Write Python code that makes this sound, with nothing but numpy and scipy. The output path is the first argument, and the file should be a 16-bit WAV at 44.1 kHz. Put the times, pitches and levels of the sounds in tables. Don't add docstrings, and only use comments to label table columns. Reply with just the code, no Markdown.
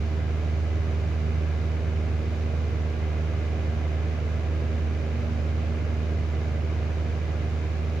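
import sys
import numpy as np
from scipy import signal
from scipy.fft import rfft, irfft
from scipy.io import wavfile
from scipy.ndimage import uniform_filter1d

SR = 44100
rng = np.random.default_rng(int(sys.argv[2]) if len(sys.argv) > 2 else 0)


def int16_out(signal):
    q = np.round(np.clip(np.atleast_2d(signal).T, -1, 1) * 32767)
    wavfile.write(sys.argv[1], SR, q.astype(np.int16))


N = 352800
BLADES = 3
PORT_LEAD_RAD = 0.25


def rotor(turns, blade_db):
    # multiple of the shaft rate, level/dB re blade_db, left minus right/dB, waver/dB
    partials = [(2, -33, 1.5, 2.5), (3, 0.5, -3.5, .5), (4, -24.5, 1.5, 2.5), (5, -24, 1.5, 1.5),
                (6, -14.5, -2, 0.83), (9, -17.5, -1.8, 2), (12, -22.5, 6, -0.5), (15, -21.5, 1.5, 0.5),
                (18, -32, 6, 2)]
    drone = 0
    for order, db, pan_db, waver_db in partials:
        skew_rad = 0.8 * (order > BLADES)
        phase = 2 * np.pi * order * turns + skew_rad + 0.035 * order * drift(5)
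        drone += stereo_tone(phase, blade_db + db + waver_db * drift(6.6), pan_db)
    return drone


def motor_hum():
    # f/Hz, level/dB, left minus right/dB
    hum = [(100.3, -40, 1.5), (198, -72.5, -0.5), (297, -60, 2)]
    t = np.arange(N) / SR
    return sum(stereo_tone(2 * np.pi * (hz * t + rng.random()), db + 0.96 * drift(2.9), pan_db)
               for hz, db, pan_db in hum)


def airflow(turns):
    # f/Hz, left density/dB, right density/dB, likeness of the ports (0-1)
    rumble = [(25, -68.5, -67.5, 0.68), (40.4, -73, -72.5, 0.4), (55.3, -64.5, -59.5, 0.8),
              (66, -61.5, -60, 0.92), (90, -58, -58.5, 0.96), (117, -60, -56.5, 0.98),
              (128, -58.5, -55, 0.95), (176, -67.5, -61.5, 0.83), (208, -67, -65.5, 0.7),
              (258, -69, -65, 0.94), (340, -68, -68, 1), (430, -65.5, -66, 1), (503, -67.5, -68, 0.98),
              (595, -75, -67, 0.9)]
    whoosh = [(655, -70, -68.0, 0.46), (732, -74, -68.5, 0.063), (890, -75.5, -79, 0.13),
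              (1060, -76.5, -81.5, 0.47), (1170, -75, -79, 0.66), (1510, -79, -81.5, 0.33),
              (1644, -74, -79, 0.32), (1840, -82.5, -83, 0.17), (2075, -78.5, -78.5, 0.61),
              (2300, -84, -80, 0.55), (2370, -80.5, -75.5, 0.57), (2647, -89.5, -80.6, 0.05),
              (2980, -88.5, -82, 0.06), (3270, -87, -89.5, 0.17)]
    hiss = [(3620, -96.5, -85, 0.33), (4170, -88, -92, 0.06), (4960, -93, -91, 0.3),
            (5470, -96.5, -92.5, 0.19), (6100, -96, -92, 0.16), (7120, -94, -103.8, 0.11),
            (7580, -103.5, -104.1, 0.082), (8100, -117.7, -103.4, 0.05), (9350, -123.9, -106.0, 0.04),
            (9800, -120.0, -106.6, 0.03), (10400, -118.2, -111.3, 0.05), (12100, -111.5, -110.0, 0.08),
            (13500, -113.2, -111.9, 0.03), (15500, -113.5, -113.3, 0.08)]
    return (air_layer(rumble, turns, chop_db=-0.55, gust_db=0.5, eddy_db=0.22, lead_rad=PORT_LEAD_RAD)
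            + air_layer(whoosh, turns, chop_db=0.94, gust_db=0.24, eddy_db=0.11)
            + air_layer(hiss, turns, chop_db=0.8, gust_db=0.08, eddy_db=0.25))


def air_layer(spectrum, turns, chop_db, gust_db, eddy_db, lead_rad=0):
    hz, *curves = np.transpose(spectrum)
    f = bin_hz()
    left_db, right_db, alike = (np.interp(np.log(f), np.log(hz), curve) for curve in curves)
    band = np.interp(f, [hz[0] / 1.1, hz[0], hz[-1], hz[-1] * 1.1], [0, 1, 1, 0])
    gain = undb([left_db, right_db]) * np.sqrt(band * SR / 2)
    mid, side = rfft(rng.standard_normal((2, N)))
    mid *= np.sqrt((1 + alike) / 2)
    side *= np.sqrt((1 - alike) / 2)
    ports = np.array([mid + side, (mid - side) * np.exp(1j * lead_rad)])
    chop = np.cos(2 * np.pi * BLADES * turns)
    swell_db = chop_db * chop + gust_db * drift(1.6) + eddy_db * drift(15)
    return irfft(gain * ports, N) * undb(swell_db)


def housing(f):
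    # f/Hz, width/Hz, gain/dB
    resonances = [(170, 17, 2), (195, 7.9, -3), (236, 23, 3), (324, 20, 3), (434, 16, 0.5), (515, 17, 2),
                  (579, 34, 3), (737, 47, 2.5), (996, 30, 2.5), (1433, 41, 3.5), (1620, 60, 0.5),
                  (1760, 36, 1.5), (2036, 60, 2.5), (2200, 50, 1), (2380, 90, 0), (2650, 72, 1),
                  (3000, 110, 2), (3840, 170, 2.5), (5140, 150, 0), (6030, 270, 1.5), (8800, 360, 1.5)]
    return undb(sum(db / (1 + (2 * (f - hz) / width) ** 2) for hz, width, db in resonances))


def walls(f, t60_s=0.3, echo_db=-11, low_hz=600, high_hz=2500):
    t = np.arange(SR) / SR
    tail = rng.standard_normal((2, SR)) * np.exp(-np.log(1000) * t / t60_s) * (t > 0.003)
    tail /= np.sqrt(np.sum(tail ** 2, axis=1, keepdims=True))
    wet = undb(echo_db) / np.sqrt(1 + (low_hz / f) ** 4 + (f / high_hz) ** 2)
    return (1 + wet * rfft(tail, N)) / np.sqrt(1 + wet ** 2)


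def stereo_tone(phase, db, pan_db):
    side = np.array([[1], [-1]]) / 2
    return np.sqrt(2) * undb(db + side * pan_db) * np.cos(phase - side * PORT_LEAD_RAD)


def drift(rate_hz):
    hold = int(SR / rate_hz)
    steps = np.repeat(rng.standard_normal(N // hold + 1), hold)
    smooth = uniform_filter1d(uniform_filter1d(steps, hold), hold)[:N]
    return smooth / smooth.std()


def bin_hz():
    return np.maximum(np.arange(N // 2 + 1) * SR / N, 1)


def undb(db):
    return 10 ** (np.asarray(db) / 20)


def scene():
    # t/s, blade rate/Hz, blade tone level/dB
    fan_run = [(0, 77.95, -26.9), (1.3, 78.06, -26.1), (3.6, 77.48, -27.2), (4.8, 77.62, -27.4),
               (8, 77.73, -27.8)]
    times, blade_hz, blade_db = np.transpose(fan_run)
    t = np.arange(N) / SR
    turns = np.cumsum(np.interp(t, times, blade_hz)) / SR / BLADES
    air = airflow(turns)
    drone = rotor(turns, np.interp(t, times, blade_db))
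    f = bin_hz()
    return drone + motor_hum() + irfft(rfft(air) * housing(f) * walls(f), N)


def record(dry, fade_s=0.004, top_hz=15720):
    fade_in = np.clip(np.arange(N) / (fade_s * SR), 0, 1)
    high_cut = signal.ellip(14, 0.2, 80, top_hz, fs=SR, output="sos")
    return signal.sosfilt(high_cut, dry * fade_in)


dry = scene()
out = record(dry)
int16_out(out)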